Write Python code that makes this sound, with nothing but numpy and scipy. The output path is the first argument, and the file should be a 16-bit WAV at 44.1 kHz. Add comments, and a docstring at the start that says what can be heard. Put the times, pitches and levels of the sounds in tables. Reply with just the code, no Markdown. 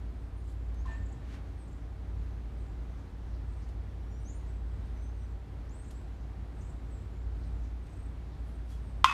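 """A metal bat meets the pitch at the end of a quiet stretch in a ballpark, heard from the stands.
The ball cracks on the barrel, the barrel pings, and the seats and walls throw the crack back.
Before it, small birds whistle thinly, shoes scuff, faint shuffles come from the field,
and a seat hinge sticks and slips in a creak, followed by two dull thumps on the seating.
Underneath lies a bed of distant town rumble and humming machinery."""
import sys
import numpy as np
from scipy import signal
from scipy.fft import rfft, irfft
from scipy.io import wavfile
from scipy.ndimage import uniform_filter1d

SR = 44100
rng = np.random.default_rng(int(sys.argv[2]) if len(sys.argv) > 2 else 0)


def to_wav(s):
    """Save 16-bit WAV."""
    ch = np.atleast_2d(s).T  # columns
    pcm = np.round(np.clip(ch, -1, 1) * 32767)  # PCM
    wavfile.write(sys.argv[1], SR, pcm.astype(np.int16))


N = 402633
HIT_S = 9.0435

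# colour of the town rumble and air: (frequency [Hz], relative density [dB])
TOWN_SPECTRUM = [(22, -31), (36, -9), (55, -2), (78, -3.5), (115, -9), (180, -15.5), (320, -21), (500, -28),
                 (660, -28), (950, -31.5), (2000, -38.5), (2800, -44), (4000, -46.5), (5000, -50.5),
                 (8000, -56.3), (9700, -58), (10900, -62.5), (15000, -64.5)]
# machinery tones: (frequency [Hz], relative level [dB])
HUM_TONES = [(45.7, -13.5), (57.1, 0), (91.4, -10), (137, -28.5), (279.9, -23), (364, -28.5),
             (446.8, -30.5), (786, -34)]
# swell and sag of the deep hum: (time [s], level [dB])
HUM_SWELL = [(0.0, -45.5), (0.05, -36), (0.22, -44.5), (0.71, -35.5), (1.05, -37.5), (1.14, -43),
             (2.83, -37), (3.03, -47), (3.28, -38.5), (5.31, -40.5), (5.56, -44.5), (6.72, -39),
             (7.09, -49.5), (7.27, -37), (7.79, -38.5), (7.92, -47.5), (8.02, -39), (9.0, -41.5)]
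# shuffles on the field: (time [s], peak level [dB], band centre [Hz])
FIELD_RUSTLES = [(.22, -76, 10000), (.35, -72, 4000), (3.0, -77, 6000), (3.35, -71.5, 4300),
                 (3.63, -73, 5500), (6.22, -76, 5470), (7.44, -72, 4500), (7.65, -72, 6000),
                 (8.33, -71, 4000), (8.49, -75, 10000)]
# shoe scuffs and clicks: (time [s], peak level [dB], rise [s], t60 [s], band centre [Hz])
SHOE_SCUFFS = [(.52, -72, .002, .06, 6000), (.744, -66, .002, .05, 5500), (.858, -59.5, .002, 0.38, 2000),
               (.92, -60, .03, .6, 900), (1.345, -55, 0.065, 0.23, 1750), (3.69, -66, .005, .12, 4000),
               (5.91, -60.5, 0.0068, 0.14, 5000), (5.912, -56, .0006, .014, 6000),
               (7.87, -65, .01, .1, 2600), (8.71, -62.5, 0.02, 0.42, 5400)]
# near bird notes: (time [s], length [s], start [Hz], middle [Hz], end [Hz], level [dB], rasp [0-1])
BIRD_CHIRPS = [(.35, 0.11, 9150, 9000, 8900, -79, .1), (.43, .08, 8700, 7600, 7000, -75, 1),
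               (.75, .085, 6450, 6300, 7100, -74, 0.2), (.85, .16, 7550, 7700, 7800, -76, .3),
               (.905, .04, 7100, 6900, 6600, -72, .4), (1.66, 0.13, 6800, 7250, 7900, -78, .9),
               (4.06, .17, 5700, 5720, 5950, -74, .15), (4.1, .07, 7300, 7050, 7250, -76, .2),
               (4.187, .058, 6600, 8900, 6200, -74, .3), (4.24, 0.075, 5850, 6400, 7200, -60.5, 0.23),
               (4.318, 0.066, 7100, 8740, 9000, -71, .2), (4.46, .058, 6900, 8000, 7700, -76, .2),
               (4.522, .06, 7800, 8050, 7700, -78, .3), (4.93, 0.19, 5900, 6100, 6320, -75, .2),
               (4.96, .06, 6600, 7200, 8000, -82, .4), (5.195, .07, 5750, 5800, 6000, -77, .35),
               (5.689, .011, 4600, 5800, 7100, -66, .1), (5.7, .078, 6500, 7650, 8550, -65, .15),
               (5.772, .058, 8350, 8200, 8800, -66, .1), (5.82, .095, 6200, 7300, 8100, -72, 0.96),
               (5.935, 0.066, 7950, 7700, 7950, -72, .3), (6.6, .06, 6900, 7000, 7400, -71.5, 0.94),
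               (6.635, 0.097, 7940, 7940, 8000, -70, .7), (6.89, 0.11, 8300, 7800, 7150, -72.5, .3),
               (7.1, .15, 7150, 7250, 7500, -82, .3)]
# high, slightly falling contact calls: (time [s], length [s], level [dB])
CONTACT_CALLS = [(1.568, .09, -74), (2.56, .09, -80), (3.46, .17, -80), (5.01, 0.055, -75.5),
                 (5.128, 0.15, -80), (6.55, .08, -77), (7.45, .04, -76), (8.528, .05, -77),
                 (8.81, 0.11, -75.5)]
# bird trills: (time [s], length [s], top pitch [Hz], fall [Hz], final level [dB], rasp [0-1])
BIRD_TRILLS = [(1.016, .12, 7650, 800, -67.5, .6), (7.825, .25, 8520, 400, -68.5, .25)]
# squeaks, perhaps of a folding seat and a shoe:
# (time [s], length [s], start [Hz], middle [Hz], end [Hz], level [dB], rasp [0-1])
SQUEAK_NOTES = [(.85, .024, 1060, 1043, 1020, -54, .9), (.865, .042, 1050, 980, 890, -57, 1),
                (8.7, .07, 3360, 3330, 3320, -69, 0.15)]
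# course of the hinge's held creak: (time [s], slip rate [Hz], level [dB])
CREAK_CURVE = [(.868, 227, -72), (.882, 225.5, -53.5), (.925, 222.5, -53), (.965, 226, -54),
               (.985, 230, -66)]
# resonances of the hinge: (frequency [Hz], gain [dB])
HINGE_RESPONSE = [(224, -35), (680, -10), (900, -11), (1300, -29), (1570, -17), (1790, 1), (2015, -19),
                  (2240, -26), (2465, -19), (2690, -20), (3100, -27), (4500, -29)]
# soft blows on the seating: (time [s], level [dB])
SEAT_THUMPS = [(.985, -31), (1.195, -37)]
# boom of the seating: (frequency [Hz], relative level [dB], t60 [s])
SEATING_MODES = [(88, 1, .22), (128, -4, 0.15), (186, -7, .14)]
# colour of the ball's crack: (frequency [Hz], relative density [dB])
CRACK_SPECTRUM = [(100, -16), (260, -12), (350, -11), (480, -22), (620, -32), (900, -15), (1400, -7),
                  (1900, -.5), (3300, 0.5), (3900, -12), (5000, -11.3), (8500, -20.5), (11000, -26),
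                  (15000, -35)]
# short-lived clank of the bat: (frequency [Hz], level [dB], t60 [s])
CLANK_MODES = [(1068, -9, 0.04), (1127, -11.5, .043), (1230, -21.5, .048), (1270, -17, 0.01),
               (1795, -15, .016), (2030, -17.5, .014), (2380, -22, 0.015), (2900, -20, .009),
               (3120, -18, .011), (3400, -18.5, .026), (3860, -30, .008), (5000, -18, 0.0057),
               (6380, -22.5, .008), (8400, -30, .008)]
# slapback from seats and walls: (delay [s], gain [dB])
HIT_ECHOES = [(.00305, -9.1), (0.0124, -16), (.01627, -15.9), (.01898, -18), (.0407, -25), (0.0516, -20),
              (0.0549, -19), (.06845, -19), (.07278, -23), (.08013, -21)]
# the barrel's two lasting modes: (frequency [Hz], level [dB], t60 [s])
PING_MODES = [(1409, -34, .25), (2580, -30.3, 0.14)]
# paths of the ping, direct and off the backstop: (delay [s], gain [dB])
PING_ARRIVALS = [(0, -4.5), (0.0292, 2.5), (0.0459, -.2)]


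def undb(db):
    """Decibels to gain."""
    return 10 ** (np.asarray(db) / 20)


def unit(x):
    """Scale to an rms of 1."""
    return x / np.sqrt(np.mean(x ** 2))


def add(out, x, s):
    """Mix x into out from time s."""
    i = max(int(s * SR), 0)
    x = x[:max(len(out) - i, 0)]
    out[i:i + len(x)] += x


def drift(rate_hz, size=N):
    """Smooth random modulation with a spread near 1."""
    hold = int(SR / rate_hz)
    steps = np.repeat(rng.standard_normal(size // hold + 1), hold)
    return np.sqrt(2) * uniform_filter1d(uniform_filter1d(steps, hold), hold)[:size]


def eq_curve(spectrum, size):
    """Gain of a spectrum table at each frequency bin."""
    hz, db = np.transpose(spectrum)
    bins = np.fft.rfftfreq(size, 1 / SR)
    return undb(np.interp(np.log(bins + 1), np.log(hz), db))


def fade(t, t60):
    """Decay by 60 dB in t60 seconds."""
    return np.exp(-np.log(1000) * t / t60)


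def modes(table, t):
    """Decaying resonances, struck together."""
    return sum(undb(db) * fade(t, t60) * np.sin(2 * np.pi * hz * t) for hz, db, t60 in table)


def stands(x, wet_db, t60, build_s):
    """The dry sound plus the dense tail that rows of seats scatter from it."""
    t = np.arange(SR) / SR
    tail = rng.standard_normal(SR) * fade(t, t60) * (1 - np.exp(-t / build_s))
    return x + undb(wet_db) * signal.fftconvolve(x, tail / np.linalg.norm(tail))[:len(x)]


def town(level_db=-45.0):
    """A nearly steady bed of distant rumble and air."""
    drift_db = .3 * drift(1.2) + .4 * drift(9)
    rumble = irfft(rfft(rng.standard_normal(N)) * eq_curve(TOWN_SPECTRUM, N), N)
    return unit(rumble) * undb(level_db + drift_db)


def machinery(deep_trim_db=0.6, upper_db=-40.0, waver_db=1.0, phase_drift=0.17):
    """Distant plant hums in tones that beat together and waver in the open air."""
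    t = np.arange(N) / SR
    swell_db = deep_trim_db + np.interp(t, *np.transpose(HUM_SWELL))
    out = np.zeros(N)
    for hz, db in HUM_TONES:
        phase = 2 * np.pi * (hz * t + rng.random())
        phase += phase_drift * np.sqrt(hz / HUM_TONES[0][0]) * drift(2.99)
        level_db = swell_db if hz < 80 else upper_db  # only the deepest tones swell and sag
        out += np.sqrt(2) * undb(level_db + db + waver_db * drift(3.99)) * np.sin(phase)
    return out


def friction(s, db, rise_s, t60, centre_hz, octaves, lead_s=.5):
    """Rubbing makes a band of pink noise that swells to its peak at time s and dies away."""
    out, t = np.zeros(N), np.arange(SR) / SR - lead_s
    hz = np.fft.rfftfreq(SR, 1 / SR) + 1
    band = np.exp(-.5 * (np.log2(hz / centre_hz) / octaves) ** 2)
    grit = unit(irfft(rfft(rng.standard_normal(SR)) * band / np.sqrt(hz)))
    swell = np.exp(np.minimum(t, 0) / rise_s) * fade(np.maximum(t, 0), t60)
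    add(out, undb(db) * grit * swell, s - lead_s)
    return out


def rustles():
    """Faint shuffles from the field, each a soft, narrow brush of friction."""
    return sum(friction(s, db, rise_s=.037, t60=.35, centre_hz=hz, octaves=.33)
               for s, db, hz in FIELD_RUSTLES)


def scuffs(air_hz=13000):
    """Shoes scrape on the ground, dulled a little by the air."""
    scrapes = sum(friction(*row, octaves=1.36) for row in SHOE_SCUFFS)
    return signal.sosfilt(signal.butter(4, air_hz, fs=SR, output="sos"), scrapes)


def whistles(notes, rasp_waver=.075, rasp_flutter_db=4, air_flicker_db=1.5):
    """Tones glide through three pitches, flickering in open air; rasp shakes pitch and level."""
    out = np.zeros(N)
    for s, length, first, middle, last, db, rasp in notes:
        size = int(length * SR)
        progress = np.linspace(0, 1, size)
        glide = np.polyval(np.polyfit([0, .5, 1], [first, middle, last], 2), progress)
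        hz = glide * (1 + rasp * rasp_waver * drift(900, size))
        flutter_db = rasp * rasp_flutter_db * drift(200, size) + air_flicker_db * drift(68, size)
        swell = np.abs(np.sin(np.pi * progress ** 1.32)) ** .58  # peaks just past the middle
        tone = np.sqrt(2) * np.sin(2 * np.pi * np.cumsum(hz) / SR)
        add(out, undb(db + flutter_db) * swell * tone, s)
    return out


def twitter_notes(low_hz=5600, high_hz=8800, fall_hz=400, level_db=-86, rasp=.72, count=42):
    """Short raspy falling notes at random pitches, loosely spaced through the whole scene."""
    draws = rng.uniform([0, .05, low_hz, -2], [1, .15, high_hz, 2], (count, 4))
    slot_s = N / SR / count
    return [((i + late) * slot_s, length, hz, hz - fall_hz / 2, hz - fall_hz, level_db + off_db, rasp)
            for i, (late, length, hz, off_db) in enumerate(draws)]


def trill_notes(period_s=.0325, syllable_s=.023, growth_db_per_s=26):
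    """Quick runs of falling syllables that grow louder, no two alike."""
    notes = []
    for s, length, top, fall, db, rasp in BIRD_TRILLS:
        for lag in np.arange(0, length, period_s):
            late_s, off_hz, off_db = rng.standard_normal(3) * [.002, 70, 2]
            hz = top + off_hz
            level_db = db + off_db - growth_db_per_s * (length - lag)
            notes.append((s + lag + late_s, syllable_s, hz, hz - fall / 3, hz - fall, level_db, rasp))
    return notes


def birds(near_trim_db=.3, call_glide_hz=(8650, 8400, 8150), call_rasp=.25):
    """Small birds chirp, call and trill nearby; fainter, wetter twitter sits further off."""
    calls = [(s, length, *call_glide_hz, db, call_rasp) for s, length, db in CONTACT_CALLS]
    near = stands(whistles(BIRD_CHIRPS + calls), wet_db=-6, t60=.46, build_s=.008)
    trills = stands(whistles(trill_notes()), wet_db=-8, t60=.4, build_s=.008)
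    far = stands(whistles(twitter_notes()), wet_db=0, t60=.56, build_s=.005)
    return undb(near_trim_db) * near + trills + far


def creak(jitter=.003, harmonics=20):
    """The hinge sticks and slips at a near-steady rate; one overtone sits on its sharp resonance."""
    t = np.arange(N) / SR
    times, rates, levels = np.transpose(CREAK_CURVE)
    on = (t > times[0]) & (t < times[-1])
    slip_hz = np.interp(t[on], times, rates) * (1 + jitter * drift(300, on.sum()))
    slips = np.cumsum(slip_hz) / SR
    tone = 0
    for k in range(1, harmonics + 1):
        resonance = undb(np.interp(k * slip_hz, *np.transpose(HINGE_RESPONSE)))
        tone += resonance * np.sin(2 * np.pi * k * slips)
    out = np.zeros(N)
    out[on] = np.sqrt(2) * undb(np.interp(t[on], times, levels)) * tone
    return out


def squeaks():
    """Short squeaks and the hinge's held creak ring on in the stands."""
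    return stands(whistles(SQUEAK_NOTES) + creak(), wet_db=-8, t60=.84, build_s=.01)


def thumps(attack_s=.015):
    """Soft blows set the seating booming briefly."""
    out, t = np.zeros(N), np.arange(SR) / SR
    boom = modes(SEATING_MODES, t) * (1 - np.exp(-(t / attack_s) ** 2))
    for s, db in SEAT_THUMPS:
        add(out, undb(db) * boom, s)
    return out


def ball_crack(size=1024):
    """The ball's contact: the sharpest causal click of its colour, with unit energy."""
    cepstrum = irfft(np.log(eq_curve(CRACK_SPECTRUM, size)))
    # minimum phase packs the energy into the attack
    cepstrum[1:size // 2] *= 2
    cepstrum[size // 2 + 1:] = 0
    click = irfft(np.exp(rfft(cepstrum)))
    return click / np.linalg.norm(click)


def barrel_clank(t, contact_s=.00022, low_cut_hz=800):
    """The bat's short-lived modes, lean in the bass: a thin barrel radiates long waves poorly."""
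    ring = modes(CLANK_MODES, t) * (1 - np.exp(-(t / contact_s) ** 2))
    return signal.sosfilt(signal.butter(6, low_cut_hz, "high", fs=SR, output="sos"), ring)


def barrel_ping(t, attack_s=.0035, flutter_db=2):
    """Two modes of the tube outlast the clank, with a rough flutter."""
    ring = modes(PING_MODES, t) * (1 - np.exp(-t / attack_s))
    return ring * undb(flutter_db * drift(450, len(t)))


def bat_hit(crack_db=-5.5, grit_db=-13, clank_lag_s=.0001, echo_crack_db=-5):
    """The ball cracks on the barrel, which rings as the ball leaves; the stands answer."""
    out, t = np.zeros(N), np.arange(SR) / SR
    clank = barrel_clank(t)
    # one sharp push, then a few milliseconds of rattle
    click = undb(crack_db) * ball_crack()
    push = -np.pad(click, (0, SR - len(click)))
    grit = undb(grit_db) * rng.standard_normal(SR) * fade(t, t60=.022)
    add(out, signal.fftconvolve(grit, click), HIT_S)
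    # the ground and backstop scatter the crack at once, the seats for longer
    add(out, stands(push, wet_db=.5, t60=.07, build_s=.003), HIT_S)
    add(out, stands(push, wet_db=2.3, t60=.6, build_s=.004) - push, HIT_S)  # tail only
    add(out, stands(clank, wet_db=-17, t60=.64, build_s=.03), HIT_S + clank_lag_s)
    for delay, db in HIT_ECHOES:
        add(out, undb(db) * clank, HIT_S + clank_lag_s + delay)
        add(out, undb(db + echo_crack_db) * push, HIT_S + delay)
    ping = barrel_ping(t)
    for delay, db in PING_ARRIVALS:
        add(out, undb(db) * ping, HIT_S + delay)
    return out


def scene():
    """The bat hit over the ballpark's bed and small sounds, mixed in mono."""
    return (bat_hit() + town() + machinery() + birds() + scuffs() + thumps() + rustles() + squeaks())[None]


def record(dry):
    """The phone cuts the top treble steeply."""
    top_hz = 15350
    return signal.sosfilt(signal.ellip(10, .1, 80, top_hz, fs=SR, output="sos"), dry)


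dry = scene()
out = record(dry)
to_wav(out)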